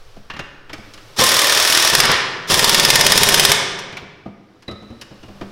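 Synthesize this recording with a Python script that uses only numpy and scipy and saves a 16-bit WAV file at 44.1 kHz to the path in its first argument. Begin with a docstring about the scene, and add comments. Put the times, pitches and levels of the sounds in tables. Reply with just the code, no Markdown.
"""An air-powered impact wrench hammers on a suspension bolt in a wheel arch, in an echoing garage.
The socket is set on the bolt, a fast burst and a slower, heavier burst follow, then the tools come off.
Each blow cracks, rattles the socket and rings the steel. Once the bolt binds, every blow stalls the air
motor, which spins up again and puffs out air before the next one. The workshop hums faintly behind."""
import sys
import numpy as np
from scipy import signal
from scipy.fft import rfft, irfft
from scipy.io import wavfile
from scipy.ndimage import uniform_filter1d

SR = 44100
rng = np.random.default_rng(int(sys.argv[2]) if len(sys.argv) > 2 else 0)


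def store_wav(level_fs):
    """Save 16-bit WAV to argv[1]."""
    pcm = np.round(np.clip(np.atleast_2d(level_fs), -1, 1) * 32767)
    wavfile.write(sys.argv[1], SR, pcm.T.astype(np.int16))


N = 243207
T = np.arange(N) / SR
VANES = 7  # blades on the air motor's rotor
STALL_RATE, COAST_RATE = 25, 26  # turns per second: slower counts as stalling; spinning freely

# Tone colours of the noises. Each row: pitch in Hz, relative level in dB.
HUM_COLOUR = [(20, -6), (60, -13.5), (115, 3), (160, -11), (250, -16), (450, -4.5), (700, -12), (1300, -11),
              (2700, -20), (5500, -23.5), (7500, -48), (13000, -65)]
ROOM_HISS_COLOUR = [(1000, -15.5), (3000, 7), (5500, 5.5), (7000, -2), (11000, -7), (15500, -10.5)]
RUMBLE_COLOUR = [(8, 0), (20, -2.5), (35, -29.5), (60, -13.5), (150, -65)]
ECHO_COLOUR = [(70, -9.5), (250, 2), (500, 1), (1800, 4.5), (4800, 1), (8000, 2.5), (14000, -3.5)]
CLACK_COLOUR = [(200, -30), (500, -8.5), (850, 2), (1300, 4), (2000, 1.5), (2900, 1.5), (4500, -8),
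                (7000, -22), (15000, -75)]
THUD_COLOUR = [(30, -33), (70, -1.5), (120, -2.5), (165, -3), (205, -8.5), (280, -2.5), (350, -8),
               (550, -10), (1200, -23.5), (4000, -66)]
TICK_COLOUR = [(1000, -36), (3000, -3), (5200, 3), (7500, -9), (11000, -12.5), (15500, -27)]
WHIRR_COLOUR = [(200, -23), (700, -7), (1200, -2.5), (1900, -2), (2600, -4.5), (4500, -7), (9000, -30.5),
                (15000, -49.5)]
AIR_COLOUR = [(60, -42.5), (190, -17), (380, 5), (700, -5), (1000, 6.5), (1800, 0), (2700, 2.5), (3500, 6),
              (4300, 2.5), (5500, 4), (7000, -3.5), (10000, -6.5), (15500, -15)]
CRACK_COLOUR = [(100, -40), (200, -26.5), (290, -13), (400, -11), (700, 1.5), (1000, -2.5), (2000, 4),
                (4300, 3.5), (5400, 5), (7000, -2), (10000, -4), (12500, -5), (15700, -14)]
SIZZLE_COLOUR = [(3000, -20.5), (6500, -4.5), (9500, 6.5), (15500, -6.0)]
# The background. 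Each row: time in seconds, hiss level in dB, rumble level in dB.
BACKGROUND_LEVELS = [(.14, -57, -41), (.22, -59, -41.5), (.65, -66, -47), (.8, -55, -39),
                     (1.12, -51, -50.5), (4.4, -71, -71.5), (4.85, -62.5, -66), (5.5, -55, -39)]
# The garage's echo. Each row: pitch in Hz, fade time in seconds (the time to fall 60 dB, or "t60").
ECHO_FADES = [(70, 2), (300, 1.92), (700, 1.27), (1800, 1.22), (4800, 0.92), (8000, 0.66), (13000, 0.33)]
# Tool knocks. Each row: start in seconds, relative dB of clack, thud, tick and ring, part struck.
KNOCKS = [(0.164, -40, -31, -50, -38, "hub"), (0.299, -16, -30, -41, -37.5, "socket"),
          (0.335, -23, -31, -44, -51, "socket"), (0.364, -20, -28, -40, -52, "socket"),
          (0.391, -15, -18.5, -29.5, -36, "socket"), (0.694, -21, -27.5, -44, -53.5, "socket"),
          (0.73, -19, -22.5, -27.5, -33.5, "anvil"), (0.778, -45, -29.5, -43, -44, "hub"),
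          (0.936, -32, -39, -33, -47, "nut"), (0.975, -31, -57, -44, -45, "hub"),
          (3.788, -21, -49, -25, -65, "nut"), (3.924, -24, -30, -40, -49, "anvil"),
          (3.968, -17, -46, -32, -29, "anvil"), (4.017, -49, -28.5, -58, -52, "hub"),
          (4.257, -38, -21, -58, -26, "hub"), (4.622, -37.5, -61.5, -44, -60, "nut"),
          (4.679, -26.5, -18, -40.5, -34, "spanner"), (4.711, -35, -26.5, -40.5, -50, "hub"),
          (4.822, -41, -28.5, -53, -58, "hub"), (4.901, -40.5, -26, -52, -55, "hub"),
          (5.012, -26.5, -35, -28.5, -39.5, "nut"), (5.107, -48, -27, -60.5, -57, "hub"),
          (5.23, -34, -29, -46, -40, "nut"), (5.282, -41, -26, -50, -59, "hub"),
          (5.352, -46, -35, -60, -46, "hub"), (5.41, -24.5, -18, -41, -24, "hub")]
# Clatter after a knock. Each entry: part struck, fade time of its clack in seconds.
CLATTER_FADES = {"socket": 0.065, "anvil": 0.077, "nut": .085, "spanner": 0.083, "hub": 0.085}
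# The notes of those parts. Each row: pitch in Hz, relative level in dB, fade time in seconds, part.
PART_NOTES = [(1216, -13, .47, "socket"), (1762, -2, .18, "socket"), (1890, -3, .21, "socket"),
              (2780, -4.5, .28, "socket"), (5750, -25, .4, "socket"), (14700, -29, .16, "socket"),
              (2330, 8.5, .053, "anvil"), (14700, -32, .18, "anvil"), (2850, 1, .1, "nut"),
              (6150, -8.5, 0.029, "nut"), (698, -1, 0.045, "hub"), (1198, -8.5, 0.053, "hub"),
              (1272, -5.5, .38, "spanner"), (2020, -2.5, 0.095, "spanner"), (3660, -13, 0.36, "spanner"),
              (3970, -12, 0.91, "spanner"), (3910, 6.5, 0.1, "spanner")]
# Trigger pulls. Each row, in seconds: pressed, valve fully open, first blow, eased off, let go.
PULLS = [(1.163, 1.184, 1.2373, 2.008, 2.133), (2.474, 2.497, 2.541, 3.52, 3.542)]
# Hammer speed, which halves once the bolt binds. Each row: time in seconds, blows per second.
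BLOW_RATES = [(1.24, 37.7), (1.36, 40.5), (1.43, 37.1), (1.65, 40.6), (1.88, 39.6), (1.89, 19.3),
              (2.01, 19.6), (2.04, 15.9), (2.54, 19.64), (2.68, 19.57), (3.15, 17.71), (3.396, 18.72),
              (3.45, 14.83)]
# The notes of socket, bolt and hub. Each row: pitch in Hz, fade time in seconds, relative dB in the
# fast burst, relative dB in the slow burst.
STEEL_NOTES = [(956, 0.048, -36.5, -17.5), (1213, .08, -19, -19.5), (1810, 0.24, -29, -34.5),
               (1813, 0.11, -18, -17), (1864, 0.045, -15, -20.5), (2630, .06, -27, -26.5),
               (3490, .04, -20.5, -25), (3563, .015, -16, -10.5), (4250, 0.16, -35.5, -31.5),
               (5080, .011, -24, -9), (5180, 0.012, -18, -16.5), (5680, 0.032, -26, -19.5),
               (5496, 0.018, -8, -25.5), (9390, 0.01, -15, -14.5), (10900, .015, -33.5, -28.5),
               (12100, .015, -27, -28.5)]
# The motor's whine in the fast burst. 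Each row: time in seconds, pitch in Hz, level in dB.
WHINE_PATH = [(1.17, 250.8, -50), (1.222, 517.7, -13), (1.26, 564, -33), (1.34, 645, -34),
              (1.459, 565, -25.5), (1.521, 636, -31.5), (1.88, 650, -39), (1.929, 498, -57)]
# A slower rotor dumps more air per vane. Each row: turns per second, relative dB of hiss and of pulse.
AIR_PER_VANE = [(12.96, -10.5, -12), (15.3, -15.5, -9.5), (17.7, -15, -9.5), (18.87, -15.5, -11),
                (39, -18, -40)]
# The notes of air outlet and wheel arch. Each row: pitch in Hz, fade time in seconds, relative dB.
OUTLET_NOTES = [(62, 0.16, -19.5), (90.5, 0.28, -18.5), (138, 0.058, -10), (225.3, 0.028, -12.5),
                (381.6, 0.08, -13), (406, 0.067, -11.5), (527, 0.04, -11.5), (586.3, 0.13, -17.5),
                (690, 0.019, -9), (904, 0.053, -13.5), (1020, 0.034, -14)]
# How firmly the socket sits. Each row: time in seconds, relative dB of the blows, extra dB for treble.
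SOCKET_GRIP = [(1.24, -9, -1.5), (1.43, -7.5, -11.5), (1.6, -4.5, -15.5), (1.68, -10, -3),
               (1.75, -4.5, -12.5), (1.88, -6.5, -17), (1.96, 0, -22), (2.54, -6.5, -9), (3.06, -4.5, -15),
               (3.25, -6.5, 2.5), (3.5, -3.5, -17)]


def amp(db):
    """Turns decibels into a factor to multiply by."""
    return 10 ** (np.asarray(db) / 20)


def evened(x):
    """Scales a signal to an average power of 1."""
    return x / np.sqrt(np.mean(x ** 2) + 1e-20)


def look_up(table, hz):
    """Reads between a table's rows, giving each octave about equal room."""
    pitches, values = np.transpose(table)
    return np.interp(np.log(hz + 1), np.log(pitches + 1), values)


def add(mix, start_s, sound):
    """Mixes a sound in at its start time."""
    part = mix[round(start_s * SR):][:len(sound)]
    part += sound[:len(part)]


def noise(colour):
    """Steady noise with the given tone colour."""
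    gains = amp(look_up(colour, np.fft.rfftfreq(N, 1 / SR)))
    return evened(irfft(rfft(rng.standard_normal(N)) * gains, N))


def wander(length, size):
    """A smooth random drift that changes over about `size` samples."""
    return evened(uniform_filter1d(uniform_filter1d(rng.standard_normal(length), size), size))


def strikes(starts, levels_db, t60s, rise_s):
    """The loudness outline of a row of hits, each rising quickly and dying away."""
    t, outline = np.arange(SR // 2) / SR, np.zeros(N)
    for start, db, t60 in np.broadcast(starts, levels_db, t60s):
        add(outline, start, amp(db - 60 * t / max(t60, .004)) * (1 - np.exp(-t / rise_s)))
    return outline


def ring(force, hz, t60):
    """One fading note, set ringing by a force."""
    t = np.arange(SR // 3) / SR
    return signal.oaconvolve(force, amp(-60 * t / t60) * np.sin(2 * np.pi * hz * t))[:N]


def workshop():
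    """A faint hiss that comes and goes, a hum that partly follows it, and a deep rumble."""
    times, hiss_db, rumble_db = np.transpose(BACKGROUND_LEVELS)
    hum_db = -51.5 + 0.57 * (hiss_db - hiss_db.mean())
    layers = (hum_db, HUM_COLOUR), (hiss_db, ROOM_HISS_COLOUR), (rumble_db, RUMBLE_COLOUR)
    return sum(amp(np.interp(T, times, db)) * noise(colour) for db, colour in layers)


def garage_echo(sound, build_s=0.0066):
    """The garage answers with a wash of echo that builds quickly and loses its treble first."""
    hz, t, bands = signal.stft(rng.standard_normal(2 * SR), SR, nperseg=256)
    db = look_up(ECHO_COLOUR, hz)[:, None] - 60 * t / look_up(ECHO_FADES, hz)[:, None]
    tail = signal.istft(bands * amp(db) * (1 - np.exp(-t / build_s)), SR, nperseg=256)[1]
    return signal.fftconvolve(sound, tail / np.linalg.norm(tail))[:N]


def panel_boom(hz=203, t60=0.2, rise_s=0.024):
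    """Knocks on the hub, and the spanner coming off, make the car's wing panel boom at its low note."""
    t, booms = np.arange(SR // 2) / SR, np.zeros(N)
    for start, _, thud_db, _, _, part in KNOCKS:
        if part in ("hub", "spanner"):
            pitch = hz * (1 + 0.049 * rng.standard_normal())
            outline = amp(thud_db - 3 - 60 * t / t60) * (1 - np.exp(-t / rise_s))
            add(booms, start, outline * np.sin(2 * np.pi * pitch * t))
    return booms


def tool_knocks():
    """Tools knock on the suspension: a clack, a dull thud, a bright tick and the struck part's ring."""
    starts, clack_db, thud_db, tick_db, ring_db, parts = map(np.array, zip(*KNOCKS))
    clatter_t60 = np.array([CLATTER_FADES[part] for part in parts])
    knocks = strikes(starts, clack_db - 4, clatter_t60, rise_s=0.0049) * noise(CLACK_COLOUR)
    knocks += strikes(starts, thud_db - 1, 1.36 * clatter_t60, rise_s=0.0091) * noise(THUD_COLOUR)
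    knocks += strikes(starts, tick_db, 0.67 * clatter_t60, rise_s=0.00223) * noise(TICK_COLOUR)
    t = np.arange(SR) / SR
    for hz, db, t60, part in PART_NOTES:
        waver = 1 + wander(SR, size=300) + 1j * wander(SR, size=300)  # like a cluster of close notes
        outline = amp(db - 60 * t / t60) * (1 - np.exp(-t / 0.0034))
        note = outline * (waver * np.exp(2j * np.pi * hz * t)).imag
        for start, level_db in zip(starts[parts == part], ring_db[parts == part]):
            add(knocks, start, amp(level_db) * note)
    return knocks


def trigger(ease_s=0.046, release_db_per_s=419.5):
    """How much air the trigger lets through, and how far it is eased off, both from 0 to 1."""
    air, eased = np.zeros(N), np.zeros(N)
    for pressed, opened, _, eased_at, released in PULLS:
        air += (T >= opened) * amp(-release_db_per_s * np.maximum(T - released, 0))
        eased = np.where(T >= pressed, np.clip((T - eased_at) / ease_s, 0, 1), eased)
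    return air, eased


def rotor_turns(pull):
    """The times that mark off the rotor's turns in one pull; all but the first and last are blows."""
    pressed, _, first_blow, _, released = pull
    marks = [pressed, first_blow]
    while marks[-1] < released:
        marks.append(marks[-1] + 1 / np.interp(marks[-1], *np.transpose(BLOW_RATES)))
    return np.array(marks)


def vane_passes(jitter=0.0075):
    """When each vane passes the outlet, how far round the turn it is, and the turns per second."""
    share, passes = np.arange(1, VANES + 1) / VANES, []
    for marks in map(rotor_turns, PULLS):
        for start, end in zip(marks, marks[1:]):
            rate = 1 / (end - start) if end < marks[-1] else COAST_RATE
            when = np.sqrt(share) if rate < STALL_RATE else share  # a stalled rotor speeds up from rest
            times = start + (end - start) * (when + jitter * rng.standard_normal(VANES))
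            passes.append([times, share, np.full(VANES, rate)])
    return np.hstack(passes)


def steel_ring(outline):
    """A noisy push rings the steel; the socket sits differently on each pull, so the mix changes."""
    force = outline * rng.standard_normal(N)
    second_pull = T > PULLS[1][0]
    ringing = np.zeros(N)
    for hz, t60, fast_db, slow_db in STEEL_NOTES:
        balance = np.sqrt(4 * np.log(1000) / (SR * t60))  # equal power for long and short notes
        ringing += amp(np.where(second_pull, slow_db, fast_db)) * balance * ring(force, hz, t60)
    return ringing


def valve_whirr(db=-17.5, rise_s=0.12, release_db_per_s=200):
    """As the first pull is eased off, the half-closed valve whirrs, swelling until it is let go."""
    _, _, _, eased_at, released = PULLS[0]
    swell = np.clip((T - eased_at) / rise_s, 0, 1)
    return swell * amp(db - release_db_per_s * np.maximum(T - released, 0)) * noise(WHIRR_COLOUR)


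def valve_spit(leak_db=(-36.5, -22.5)):
    """The valve leaks more and more as it opens; then air spits past and thumps into the resting motor."""
    pressed, opened, *_ = np.transpose(PULLS)
    leak = sum(amp(np.interp(T, span, leak_db, left=-120, right=-120)) for span in zip(pressed, opened))
    rush = strikes(opened, levels_db=0, t60s=0.21, rise_s=0.0054)
    flow = leak + amp(-9.5) * rush
    spit = flow * noise(AIR_COLOUR) + amp(-3) * steel_ring(flow)
    thump = amp(-19.5) * rush * noise(THUD_COLOUR)
    return spit + thump


def motor_whine(waver=0.028):
    """The rotor sings while it keeps spinning between fast blows; its pitch sags as the bolt binds."""
    times, hz, db = np.transpose(WHINE_PATH)
    pitch = np.interp(T, times, hz) * (1 + waver * wander(N, size=250))
    angle = 2 * np.pi * np.cumsum(pitch) / SR
    tone = np.sin(angle) + amp(-2) * np.sin(2 * angle) + amp(-13) * np.sin(angle / 2)
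    return amp(np.interp(T, times, db, left=-120, right=-120)) * tone


def exhaust(leak=0.15, last_vane_db=-8, open_treble_db=2, eased_treble_db=-15, eased_hiss_db=5):
    """Each vane lets out a puff of hiss and a pressure pulse; after a stall the air surges mid-turn."""
    times, share, rate = vane_passes()
    air, eased = trigger()
    rates, *levels = np.transpose(AIR_PER_VANE)
    flow_db, push_db = (np.interp(rate, rates, column) for column in levels)
    stalled = rate < STALL_RATE
    surge_db = stalled * (12 * np.exp(-((share - .48) / .22) ** 2) - 6.5)
    puffs = strikes(times, surge_db, t60s=0.02, rise_s=0.00058)
    flow = air * amp(np.interp(T, times, flow_db) - 1 + eased_hiss_db * eased) * (leak + puffs)
    hiss = flow * noise(AIR_COLOUR) + amp(-4) * steel_ring(flow)
    treble = signal.sosfiltfilt(signal.butter(2, 4500, "high", fs=SR, output="sos"), hiss)
    treble_db = open_treble_db * (1 - eased) + eased_treble_db * eased
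    hiss += (amp(treble_db) - 1) * treble  # an eased trigger dulls the hiss
    pulses, at = np.zeros(N), np.round(times * SR).astype(int)
    pulses[at] = air[at] * amp(push_db - 3 + surge_db / 2 + last_vane_db * stalled * (share == 1))
    buzz = sum((-1) ** k * amp(db) * ring(pulses, hz, t60)
               for k, (hz, t60, db) in enumerate(OUTLET_NOTES))
    return hiss + buzz


def hammer(wound_up_db=4.5, eased_blow_db=-8.5, eased_treble_db=-8, scatter_db=1.15, rise_s=0.0004):
    """Once a turn, the hammer snaps on the wrench's anvil, rattles the socket and rings the steel."""
    blows = [(marks[1:-1], np.diff(marks)[:-1]) for marks in map(rotor_turns, PULLS)]
    starts, turn_s = np.hstack(blows)
    grip_times, *grip = np.transpose(SOCKET_GRIP)
    firm_db, bright_db = (np.interp(starts, grip_times, column) for column in grip)
    eased = np.interp(starts, T, trigger()[1])
    from_rest = 1 / turn_s < STALL_RATE  # a blow wound up from rest hits harder
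    db = firm_db + wound_up_db * from_rest + eased_blow_db * eased
    db += scatter_db * rng.standard_normal(len(starts))
    rattle_t60 = 0.022 * 2 ** (-firm_db / 4)  # a firm socket rattles more briefly
    rattle = strikes(starts, db - 9, rattle_t60, rise_s)
    snap = strikes(starts, db - 6, t60s=0.019, rise_s=rise_s)
    sizzle_db = db + bright_db - 10 + eased_treble_db * eased
    sizzle = strikes(starts, sizzle_db, rattle_t60, rise_s) * noise(SIZZLE_COLOUR)
    impact = rattle + snap
    return impact * noise(CRACK_COLOUR) + sizzle + amp(-1) * steel_ring(impact)


def scene(wrench_echo_db=-6, tools_echo_db=-10):
    """The wrench and the tools, heard directly and as echo, over the workshop background."""
    wrench = hammer() + exhaust() + motor_whine() + valve_spit() + valve_whirr()
    tools = tool_knocks() + panel_boom()
    echo = garage_echo(amp(wrench_echo_db) * wrench + amp(tools_echo_db) * tools)
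    return (wrench + tools + echo + workshop())[None]


def record(dry, threshold_db=-11, squeeze=0.12, recovery_db_per_s=160, ceiling=0.94, top_hz=15900):
    """A limiter dips the level after hard blows, peaks are rounded off and the top treble is cut."""
    memory = np.exp(-1 / (.005 * SR))
    smoother = [1 - memory], [1, -memory]  # averages over about 5 milliseconds
    power_db = 10 * np.log10(signal.lfilter(*smoother, dry[0] ** 2) + 1e-12)
    fall_db = recovery_db_per_s * T
    held_db = np.maximum.accumulate(power_db + fall_db) - fall_db  # jumps to each peak, then sinks
    over_db = np.maximum(held_db - threshold_db, 0)
    dipped = dry / amp(squeeze * signal.lfilter(*smoother, over_db))
    rounded = dipped / (1 + (dipped / ceiling) ** 12) ** (1 / 12)
    treble_cut = signal.firwin(511, top_hz, window=("kaiser", 9), fs=SR)
    return signal.oaconvolve(rounded, treble_cut[None], "same")


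dry = scene()
out = record(dry)
store_wav(out)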